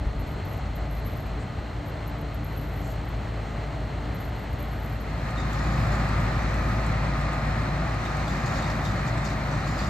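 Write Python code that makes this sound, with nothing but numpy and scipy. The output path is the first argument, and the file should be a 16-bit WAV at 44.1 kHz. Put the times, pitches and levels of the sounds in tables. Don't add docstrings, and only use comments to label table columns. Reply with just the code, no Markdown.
import sys
import numpy as np
from scipy import signal
from scipy.fft import rfft, irfft, next_fast_len
from scipy.io import wavfile
from scipy.ndimage import uniform_filter1d

SR = 44100
rng = np.random.default_rng(int(sys.argv[2]) if len(sys.argv) > 2 else 0)


def volts(x):
    e = np.asarray(x, float) / 20
    return 10 ** e


def digitize_waveform(pressure):
    field = np.atleast_2d(pressure).T
    bounded = np.clip(field, -1, 1)
    quanta = np.round(bounded * 32767).astype(np.int16)
    wavfile.write(sys.argv[1], SR, quanta)


N = 436149
TIME = np.arange(N) / SR
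FAR, NEAR = 0, 1
DISSOLVE = (4.79, 5.5)


def evened(x):
    return x / np.sqrt(np.mean(x ** 2) + 1e-20)


def read(points, hz):
    f, db = np.transpose(points)
    return np.interp(np.log(hz + 1), np.log(f + 1), db, -200, -200)


def curves(rows):
    s, *columns = np.transpose(rows)
    return [np.interp(TIME, s, c) for c in columns]


def add(mix, s, sound):
    part = mix[round(s * SR):][:len(sound)]
    part += sound[:len(part)]


def coloured(db):
    return irfft(rfft(rng.standard_normal(N)) * volts(db), N)


def wander(hz):
    n = next_fast_len(N // 64 + 2)
    fall_db = -24 * (np.fft.rfftfreq(n, 64 / SR) / hz) ** 2
    slow = irfft(rfft(rng.standard_normal(n)) * volts(fall_db), n)
    return evened(np.interp(np.arange(N) / 64, np.arange(n), slow))


def resonate(x, hz, width, order=1):
    turn = np.exp(2j * np.pi * np.cumsum(hz * np.ones(len(x))) / SR)
    r = np.exp(-np.pi * width / SR)
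    smooth = signal.sosfilt([[1 - r, 0, 0, 1, -r, 0]] * order, x / turn + 1e-18)
    return 2 * (turn * smooth).real


def gap(x, low_hz, high_hz, slope_hz=1):
    hz = np.fft.rfftfreq(N, 1 / SR)
    away = np.maximum(low_hz - hz, 3 * (hz - high_hz))
    edge = volts(-30 * np.clip(1 - away / slope_hz, 0, 1))
    return irfft(rfft(x) * (away > 0) * edge, N)


def swells(rows):
    power = 0
    for s, db, rise, t60 in rows:
        fall_db = np.where(TIME < s, 40 * (s - TIME) / rise, 120 * (TIME - s) / t60)
        power = power + volts(2 * db - fall_db)
    return np.sqrt(power)


def ports(mid, side):
    return np.array([mid + side, mid - side])


def dissolve(far, near):
    turn = np.interp(TIME, DISSOLVE, [0, np.pi / 2])
    return far * np.cos(turn) + near * np.sin(turn)


# time in seconds, load as roar level in dB,
# firing tone in dB, fan tone in dB.
ENGINE = [(0.0, -42.5, -32, -37.5), (0.4, -40.5, -38.5, -41.5), (0.93, -41.5, -31.5, -38.5),
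          (1.4, -41, -38.5, -50), (1.9, -41, -37, -41), (2.7, -41, -33.5, -40.5), (3.03, -40, -32, -51),
          (3.66, -40, -34, -40), (4.1, -39.5, -36, -43.5), (5.05, -40.5, -31, -45), (5.45, -36, -30, -34.5),
          (5.87, -32.5, -27.5, -38), (7.0, -34, -28, -34.5), (7.75, -34.5, -31, -35),
          (8.55, -34, -34, -33.5), (9.0, -34, -33.5, -40), (9.55, -35, -34, -32), (9.89, -34, -30.5, -46)]


def follows_load(db, share):
    idle_db = -42
    return db + share * (curves(ENGINE)[0] - idle_db)


def hiss_level():
    return follows_load(-55, 0.75)


# peak time in seconds, peak level in dB, rise in seconds, t60 in seconds.
GUSTS = [
    (0.062, -14, 0.13, .11),
    (0.14, -28.5, .03, 7.6),
    (0.7, -43, .1, 4),
    (1.0, -37, .2, 2),
    (1.33, -27, .25, .3),
    (1.58, -24, 0.16, .1),
]


def wind():
    lumps = resonate(rng.standard_normal(N), 52.0, 55, order=2)
    out = volts(-6.5) * swells(GUSTS) * evened(lumps)
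    return ports(out, .08 * out)


# frequency in Hz, level in dB per Hz.
AIR_MID = [(6350, -38), (10800, -24), (11150, -3), (11500, -5), (12200, 0.5), (13400, -6.5), (15300, -10)]
AIR_SIDE = [(5060, -26), (8600, -1.5), (11200, -8), (11900, -1), (12800, -13), (12900, -18), (12900, -34),
            (13900, -43), (14000, -31), (14500, -10), (15400, -16)]


def air():
    far_db, flicker_db, jolt_db, blow_db = 1.5, 2, 41, 36
    hz = np.fft.rfftfreq(N, 1 / SR)
    hiss_db = hiss_level()
    mid, side = evened(coloured(read(AIR_MID, hz))), evened(coloured(read(AIR_SIDE, hz)))
    top = ports(volts(1.23 * hiss_db - 10.5) * mid, volts(0.95 * hiss_db - 21.5) * side)
    blows = [(s, db, .006, .1) for s, db, *_ in TICKS + CLANKS]
    near = volts(flicker_db * wander(12)) + np.sqrt(volts(jolt_db) * swells(JOLTS)) + volts(blow_db) * swells(blows)
    top = top * dissolve(volts(far_db), near)
    singing = np.zeros(N)
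    for s, length, *_ in SQUEALS:
        singing[(TIME > s) & (TIME < s + length + .006)] = 1
    singing = uniform_filter1d(singing, 600)
    return top * (1 - singing) + singing * gap(top, 13050, SR)


# start in seconds, length in seconds, level in dB, centre in Hz.
PUFFS = [
    (.5, 0.092, -67, 6500),
    (1.38, 0.049, -61.5, 7400),
    (2.798, 0.1, -59, 7000),
    (3.43, 0.078, -64, 6500),
]


def puffs():
    out = np.zeros(N)
    for s, length, db, hz in PUFFS:
        n = int(1.6 * length * SR)
        jet = resonate(rng.standard_normal(n), hz, 2200, order=2)
        add(out, s, volts(db) * evened(jet) * signal.windows.tukey(n, .6))
    return ports(out, .05 * np.roll(out, 30))


# peak time in seconds, peak level in dB, rise in seconds, t60 in seconds.
LURCHES = [
    (2.75, -38, .2, 1.1),
    (5.75, -31, 0.28, 2),
    (6.3, -32, 0.32, 1.6),
    (7.8, -33, 0.16, 1.1),
    (8.9, -29.5, 0.24, 1.4),
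]
ROLL = [
    (8.0, -46.5, 1.9, 6.3),
    (9.6, -42, 1.7, 5),
]


def rolling():
    shake = rng.standard_normal(N)
    out = swells(LURCHES) * evened(resonate(shake, 105.0, 45, order=2))
    out += swells(ROLL) * evened(resonate(shake, 272, 130, order=2))
    return ports(out, .06 * out + .05 * np.roll(out, 90))


# start in seconds, length in seconds, level in dB, pitch in Hz,
# glide over the slip in Hz.
SQUEALS = [(0.188, 0.048, -52, 12630, 250), (0.26, 0.091, -57, 12450, 400), (0.44, 0.11, -58, 12850, -350),
           (0.488, .11, -56, 12550, 251), (0.748, 0.06, -56, 12500, -100), (0.89, 0.13, -55, 12650, -50),
           (1.041, 0.12, -52.5, 12440, 350), (1.15, .1, -56, 12500, 350), (1.25, .06, -63, 12800, 2),
           (1.85, 0.07, -56, 12740, 200), (2.053, .07, -54, 12800, 150), (2.174, .057, -53, 12700, 195),
           (2.334, 0.043, -54, 12900, -200), (2.435, 0.17, -55, 12730, -55),
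           (2.568, 0.24, -56.5, 12630, 51), (2.746, 0.1, -55, 12520, 250), (2.838, 0.075, -60, 12700, -300),
           (2.888, 0.09, -58, 12750, -50), (3.04, 0.082, -55, 12900, 153), (4.138, 0.044, -53, 12900, 0),
           (4.18, .14, -57, 12740, -100), (4.342, 0.13, -62, 12660, -50), (4.48, 0.095, -62, 12530, 100),
           (4.57, 0.34, -58, 12700, -120), (4.779, .11, -58, 12500, 204), (4.883, 0.1, -59, 12650, 150),
           (4.995, .065, -58, 12680, 100)]


def squeal():
    rise_s, sag_db, stop_s, stutter_s = 0.008, -7, 0.029, 0.0084
    out, waver = np.zeros(N), wander(40)
    for s, length, db, hz, glide_hz in SQUEALS:
        t = np.arange(0, length, 1 / SR)
        pitch = hz + glide_hz * t / length + 70 * waver[round(s * SR):][:len(t)]
        starts = volts(0.79 * rng.exponential(1, len(t))) * (rng.random(len(t)) < 45 / SR)
        bursts = signal.lfilter([1], [1, -np.exp(-1 / (stutter_s * SR))], starts)
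        slips = rng.standard_normal(len(t)) * (.5 + bursts)
        ring = resonate(slips, pitch, 210, order=3)
        edges = np.minimum(t / rise_s, 1) ** 2 * np.minimum((length - t) / stop_s, 1)
        add(out, s, volts(db + sag_db * t / length) * edges * evened(ring))
    out = gap(gap(out, 0, 12150), 13060, SR)
    return ports(out, .35 * np.roll(out, 300))


BLOW_S = np.arange(9000) / SR


def blow_noise():
    return rng.standard_normal(len(BLOW_S))


# start in seconds, peak level in dB.
TICKS = [(5.3063, -41), (5.4196, -57), (5.53, -39.5), (5.6391, -43), (5.7528, -59), (5.8686, -37),
         (6.0881, -38), (6.2013, -42), (6.3194, -52), (6.4258, -47), (6.5415, -39), (6.6398, -48),
         (6.8637, -34.5), (7.2105, -39), (7.3296, -37), (7.9418, -41), (8.0466, -49), (8.1678, -39)]


def ticks():
    out = np.zeros(N)
    for s, db in TICKS:
        click = evened(resonate(blow_noise(), 7600, 1700, order=2))
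        add(out, s, volts(db - 9.0 - 60 * BLOW_S / 0.03) * click)
    return out


# start in seconds, peak level in dB, pitch in Hz, t60 in seconds.
CHINKS = [(5.37, -44, 3760, 0.31), (5.4, -48, 3630, 0.17), (5.419, -54, 6870, .1), (5.613, -54, 6970, .1),
          (5.67, -55, 6820, .1), (5.718, -52, 6980, .12), (5.753, -56, 6900, .1), (6.069, -56, 6980, .08),
          (8.045, -45, 3750, 0.17), (8.112, -54, 7010, .1), (8.236, -49, 4200, .1), (8.25, -53, 6540, .2),
          (8.285, -51, 6990, .12), (8.399, -53, 7100, .1), (8.581, -51, 6860, .15), (8.958, -55, 6900, .1),
          (9.125, -48, 4020, .1), (9.326, -52, 6910, .1), (9.53, -51, 7680, .1), (9.58, -48, 4080, .12),
          (9.638, -49, 4100, .1), (9.7265, -53, 6980, .1), (9.865, -50, 6950, .1)]


def chinks():
    out = np.zeros(N)
    for s, db, hz, t60 in CHINKS:
        link = evened(resonate(blow_noise(), hz, 160, order=2))
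        add(out, s, volts(db - 60 * BLOW_S / t60) * link * np.minimum(BLOW_S / .003, 1))
    return out


# resonance in Hz, width in Hz, level in dB.
LOOSE = [(3620, 25, 0.5), (3720, 88, -2.5), (4655, 68, 2), (5070, 75, -1), (5875, 70, -15), (6150, 50, -7),
         (6620, 40, -11), (6720, 40, -3), (7040, 60, -3), (7500, 160, -5)]
LOOSE_DETUNE = 0.026
# start in seconds, peak level in dB, low ring in Hz, high ring in Hz,
# high ring in dB.
CLANKS = [(5.379, -44, 4300, 7170, -6), (5.5278, -35, 3540, 6940, -13), (5.9165, -37, 4400, 6900, -7),
          (5.95, -42, 3800, 6990, -4), (8.05, -37, 3800, 5970, -19), (8.2776, -34, 3570, 6900, -13),
          (8.459, -34, 4430, 6620, -7), (8.53, -44, 4000, 6900, -26), (8.5724, -38, 4250, 6170, -28),
          (8.62, -33, 3800, 6950, -18), (8.699, -36, 4650, 6120, -17), (8.849, -29.5, 3780, 6800, -25),
          (9.065, -41, 4400, 7200, -6), (9.1727, -38, 3900, 7460, -8), (9.2496, -32, 4570, 7060, -30),
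          (9.2986, -35, 4000, 6080, -18), (9.5086, -42, 4100, 6040, -6), (9.6715, -35.5, 4320, 7060, -11),
          (9.7868, -34, 4620, 6980, -12), (9.841, -36, 4730, 6360, -17)]


def clanks():
    clank_t60_s, crack_t60_s = 0.22, 0.059
    out = np.zeros(N)
    for s, db, low_hz, high_hz, high_db in CLANKS:
        shake = blow_noise()
        ring = evened(resonate(shake, low_hz, 400, order=2) + 0.69 * resonate(shake, 1.1 * low_hz, 550, order=2))
        woken = 0
        for part_hz, width, part_db in LOOSE:
            wake, tune = rng.standard_normal(2)
            part = resonate(shake, part_hz * (1 + LOOSE_DETUNE * tune), 2.4 * width, order=2)
            woken = woken + volts(part_db + 2.5 * wake) * evened(part)
        ring += 0.49 * evened(woken)
        ring += volts(high_db + 6.5) * evened(resonate(shake, high_hz, 700, order=2))
        crack = evened(resonate(shake, 5400, 4300, order=3))
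        crack *= volts(-5.5) + volts(-3.0 - 60 * BLOW_S / crack_t60_s)
        fall = volts(db - 13.5 - 60 * BLOW_S / clank_t60_s)
        add(out, s, fall * (ring + crack) * np.minimum(BLOW_S / 0.0028, 1))
    return out


# peak time in seconds, peak level in dB, rise in seconds,
# t60 in seconds.
JOLTS = [(5.41, -58, 0.083, 0.36), (5.58, -56.5, .05, 3.3), (5.92, -71, 0.22, 3), (8.3, -55, 0.33, 2),
         (8.6, -50, 0.39, 0.82), (8.84, -53, .015, 0.61), (9.08, -52, .02, .12), (9.25, -44.5, 0.0099, .32),
         (9.56, -58, .15, .4), (9.68, -53, .06, 1.1), (9.78, -46.5, .008, .8)]


def rattle():
    bed_db, hits_per_s = -62, 1200
    sizes = volts(2.4 * np.minimum(rng.exponential(1, N), 4))
    hits = sizes * (rng.random(N) < hits_per_s / SR) * rng.choice([-1, 1], N)
    sway = .6 * wander(12)
    struck = rng.integers(0, len(LOOSE), N)
    parts = 0
    for i, (hz, width, db) in enumerate(LOOSE):
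        pitch = hz * (1 + LOOSE_DETUNE * np.roll(sway, i * SR))
        parts = parts + volts(db) * evened(resonate(hits * (struck == i), pitch, width + 60, order=2))
    clatter = evened(parts) + 0.74 * evened(resonate(hits, 5300, 3500, order=2))
    return (swells(JOLTS) + dissolve(0, volts(bed_db))) * evened(clatter)


# peak time in seconds, peak level in dB, rise in seconds, t60 in seconds.
WHINE = [
    (6.42, -58, .15, 3),
    (6.58, -63, .4, 1.2),
    (8.3, -65, .3, 2),
    (9.55, -61, .1, 1.5),
    (7.91, -61, .04, 9),
    (9.89, -63, 0.97, 1),
]


def gear_whine():
    return volts(-2.0) * swells(WHINE) * evened(resonate(rng.standard_normal(N), 6040, 420, order=2))


def metal():
    blows = ticks() + chinks() + clanks() + rattle()
    whine = gear_whine()
    return ports(blows + whine, .25 * blows + .5 * np.roll(blows, 40) + 0.5 * np.roll(whine, 3))


# frequency in Hz, width in Hz, level in dB rms.
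BOOMS = [
    [(293.7, 15, -49.5), (95, 28, -44.5), (4200, 160, -65.5)],
    [(744, 47, -50.5), (117.8, 10.8, -40.5), (265.5, 57, -50), (4190, 310, -58.5), (659, 19, -50),
     (1732, 47, -57.5), (1898, 36, -54), (2108, 17, -58), (2415, 110, -57)],
]


def body_booms(k):
    hz = np.fft.rfftfreq(N, 1 / SR)
    response = 0
    for f, width, db in BOOMS[k]:
        unit_gain = np.sqrt(2 * SR / (np.pi * width))
        response = response + volts(db) * unit_gain / (1 + 2j * (hz - f) / width) ** 2
    return irfft(rfft(rng.standard_normal(N)) * response, N)


FAN_DB = [
    (0, -6.5, -14, -11.5),
    (0, -17, -32, -23.5),
]


def fan(k, fan_db, drift):
    blade_hz, follow = (144.8, 144.1)[k], 0.36
    blades = np.cumsum(blade_hz * (1 + 0.00161 * wander(2.36))) / SR
    half = N // 2
    usual_db = fan_db[half * k:][:half].mean()
    out = 0
    for n, db in enumerate(FAN_DB[k]):
        level_db = fan_db if n == 0 else follow * fan_db + (1 - follow) * usual_db
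        out = out + volts(db + 0.43 * n * drift[n] + level_db) * np.cos(2 * np.pi * (n + 1) * blades)
    return out


# multiple of the cycle, level in dB rms.
ORDERS_FAR = [(6, -36), (12, -43), (13, -45), (18, -51), (32, -56), (48, -59), (56, -60), (66, -60),
              (68, -60), (72, -56), (75, -61), (78, -59), (80, -62), (81, -62), (82, -62), (84, -58),
              (87, -63), (88, -63), (93, -64), (94, -63), (98, -65), (99, -66), (106, -66), (119, -67),
              (123, -68), (136, -60), (150, -69)]
ORDERS_NEAR = [(5, -46), (6, -31), (12, -39), (18, -48), (21, -50), (39, -59), (51, -65), (54, -61),
               (56, -59), (60, -56), (66, -58), (68, -52), (72, -59), (73, -55), (75, -57), (77, -58),
               (78, -59), (81, -55), (86, -59), (90, -58), (93, -59), (111, -57), (114, -62), (118, -57),
               (136, -55), (150, -57), (214, -63)]
# peak time in seconds, peak level in dB, rise in seconds,
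# t60 in seconds.
MESH_SWELLS = [
    (5.3, -45, .25, 1.5),
    (6.11, -49, .04, 1.5),
    (6.7, -50, .4, 0.54),
    (7.3, -44, 0.48, 1.9),
    (8.1, -47, .2, 1.5),
]


def engine(k, orders):
    cycle_hz, mesh_order, mesh_db = (9.127, 9.076)[k], 136, (-73.5, -53.5)[k]
    roar_ref_db = (-36.5, -35.5)[k]
    turns = np.cumsum(cycle_hz * (1 + 0.001226 * wander(1.54))) / SR
    roar_db, firing_db, fan_db = curves(ENGINE)
    octave_db = firing_db - 9.5 + 1.5 * wander(0.61)
    firing = volts(firing_db - .4) * np.cos(12 * np.pi * turns)
    firing += volts(octave_db) * np.cos(24 * np.pi * turns + .7)
    drift = [wander(8.7) for _ in range(5)]
    rest = np.zeros(N)
    for i, (n, db) in enumerate(orders):
        if round(n) in (6, 12, 214):
            continue
        flutter = 1 + 0.0041 * n * drift[i % 5]
        phase = round(n) * (turns + 0.0013 * drift[i % 4]) + rng.random()
        rest += volts(db) * flutter * np.cos(2 * np.pi * phase)
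    mesh = volts(mesh_db + 2.0 * drift[4])
    if k == NEAR:
        mesh = mesh + volts(-1) * swells(MESH_SWELLS)
    rest += mesh * np.cos(2 * np.pi * mesh_order * turns)
    load_db = 0.46 * (roar_db - roar_ref_db)
    tones = firing + volts(load_db) * rest + volts(-1.0) * fan(k, fan_db, drift)
    return np.sqrt(2) * tones + body_booms(k), turns


def wide_noise(spectrum, width, tied, lead, lead_per_khz):
    hz = np.fft.rfftfreq(N, 1 / SR)
    f, side_db = np.transpose(width)
    a, b = rfft(rng.standard_normal((2, N))) * volts(read(spectrum, hz))
    tied = np.clip(tied, 0, 1)
    turned = np.exp(1j * (lead + lead_per_khz * hz / 1000)) * a
    b = tied * turned + np.sqrt(1 - tied ** 2) * b
    b *= volts(np.interp(np.log(hz + 1), np.log(f), side_db))
    mid, side = irfft(np.array([a, b]), N)
    return ports(mid, side) / np.std(mid)


# frequency in Hz, level in dB per Hz.
RUMBLE = [
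    [(14, -33), (24, -25), (43, -1.5), (70, 2.5), (126, -1.5), (241, -8), (297, -14.5), (365, -15.5), (450, -18), (580, -35), (990, -120)],
    [(14, -32), (24, -17), (54, -3.5), (97, -1.5), (142, -1.5), (188, -4), (356, -15), (450, -30), (580, -50), (990, -120)],
]
ROAR = [
    [(220, -25), (380, -4.5), (404, -12), (436, -5.5), (555, -7), (610, -3), (667, -4), (806, -6.5), (871, -5.5), (950, -10), (1200, -9.5), (1740, -13), (2020, -10.5), (2290, -17), (3000, -22), (3900, -29), (6600, -120)],
    [(220, -29), (380, -4), (450, -10.5), (500, -5), (600, -1), (690, -6), (738, -1), (800, -2), (1000, -5), (1230, -2), (1500, -7), (1900, -5.5), (2250, -11), (2580, -15), (2720, -22.5), (3900, -37)],
]
HISS = [
    [(1590, -18), (2700, -1.5), (3120, -2), (3780, -5.5), (4080, 0), (4280, -0.5), (4850, -10), (5430, -11.5), (6850, -12.5), (7640, -13.5), (8650, -18), (9300, -5.5), (12100, -53), (12900, -120)],
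    [(1590, -19), (2700, -0.5), (3410, -4.5), (4170, -1), (4820, -7.5), (5210, -6.5), (5660, -13), (6080, -11), (7370, -14), (8650, -16), (8970, -27), (9300, -10), (12100, -61), (20500, -120)],
]
# frequency in Hz, side minus mid in dB.
WIDTH = [
    [(60, -29), (200, -16), (400, -11), (700, -6), (1300, -5), (1900, -16.5), (2600, -27), (3000, -9.5), (4300, -9.5), (5100, -13), (5400, -28), (5900, -4.5), (6400, -30), (7500, -28), (7700, -19)],
    [(60, -18), (200, -20), (400, -6.5), (700, -4.5), (1300, -4), (2400, -3.5), (4300, -1), (5500, -2.5), (5900, 2), (6400, 1), (8000, -15), (9000, 0)],
]
# share of the side that copies the mid,
# its phase lead in radians, lead in radians per kHz.
TIED = [
    [(0.31, .1, 0), (0.068, .3, .3), (0.1, .5, 0.08)],
    [(0.37, 0.27, 0), (0.45, 1.07, 0.3), (.6, 1.17, 0)],
]


def locomotive(k, orders, lean):
    tones, turns = engine(k, orders)
    roar_db, hiss_db = curves(ENGINE)[0], hiss_level()
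    rumble_db = follows_load(-36.47, 0.72) + 0.77 * wander(0.49)
    if k == NEAR:
        rumble_db += 0.6 + 0.3 * (TIME - 7.5)
    pulse = 1 + 0.018 * np.cos(4 * np.pi * turns)
    pulse += 0.033 * np.cos(12 * np.pi * turns) + 0.036 * np.cos(20 * np.pi * turns)
    pulse *= volts(0.5 * wander(23))
    rumble_tie, roar_tie, hiss_tie = TIED[k]
    out = ports(tones, lean * tones)
    out += volts(rumble_db) * wide_noise(RUMBLE[k], WIDTH[k], *rumble_tie)
    out += volts(roar_db - 0.5) * pulse * wide_noise(ROAR[k], WIDTH[k], *roar_tie)
    return out + volts(hiss_db + 0.02) * pulse * wide_noise(HISS[k], WIDTH[k], *hiss_tie)


def scene():
    mid_gap, side_gap, top_hz = (9450, 10850), (12600, 14500), 15400
    trains = dissolve(locomotive(FAR, ORDERS_FAR, 0.079), locomotive(NEAR, ORDERS_NEAR, 0.072))
    left, right = trains + air() + puffs() + wind() + rolling()
    steel = metal()
    mid = gap((left + right) / 2, *mid_gap, 740) + gap(steel.mean(0), *mid_gap, 330)
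    side = (left - right + steel[0] - steel[1]) / 2
    return ports(gap(mid, top_hz, SR, 300), gap(side, *side_gap, 300)) + squeal()


def low_pass(x):
    return signal.sosfilt(signal.butter(12, 15540, fs=SR, output="sos"), x)


def record(dry):
    low_cut = signal.butter(N=4, Wn=38, btype="high", fs=SR, output="sos")
    mix = signal.sosfilt(low_cut, dry)
    return low_pass(mix)


dry = scene()
out = record(dry)
digitize_waveform(out)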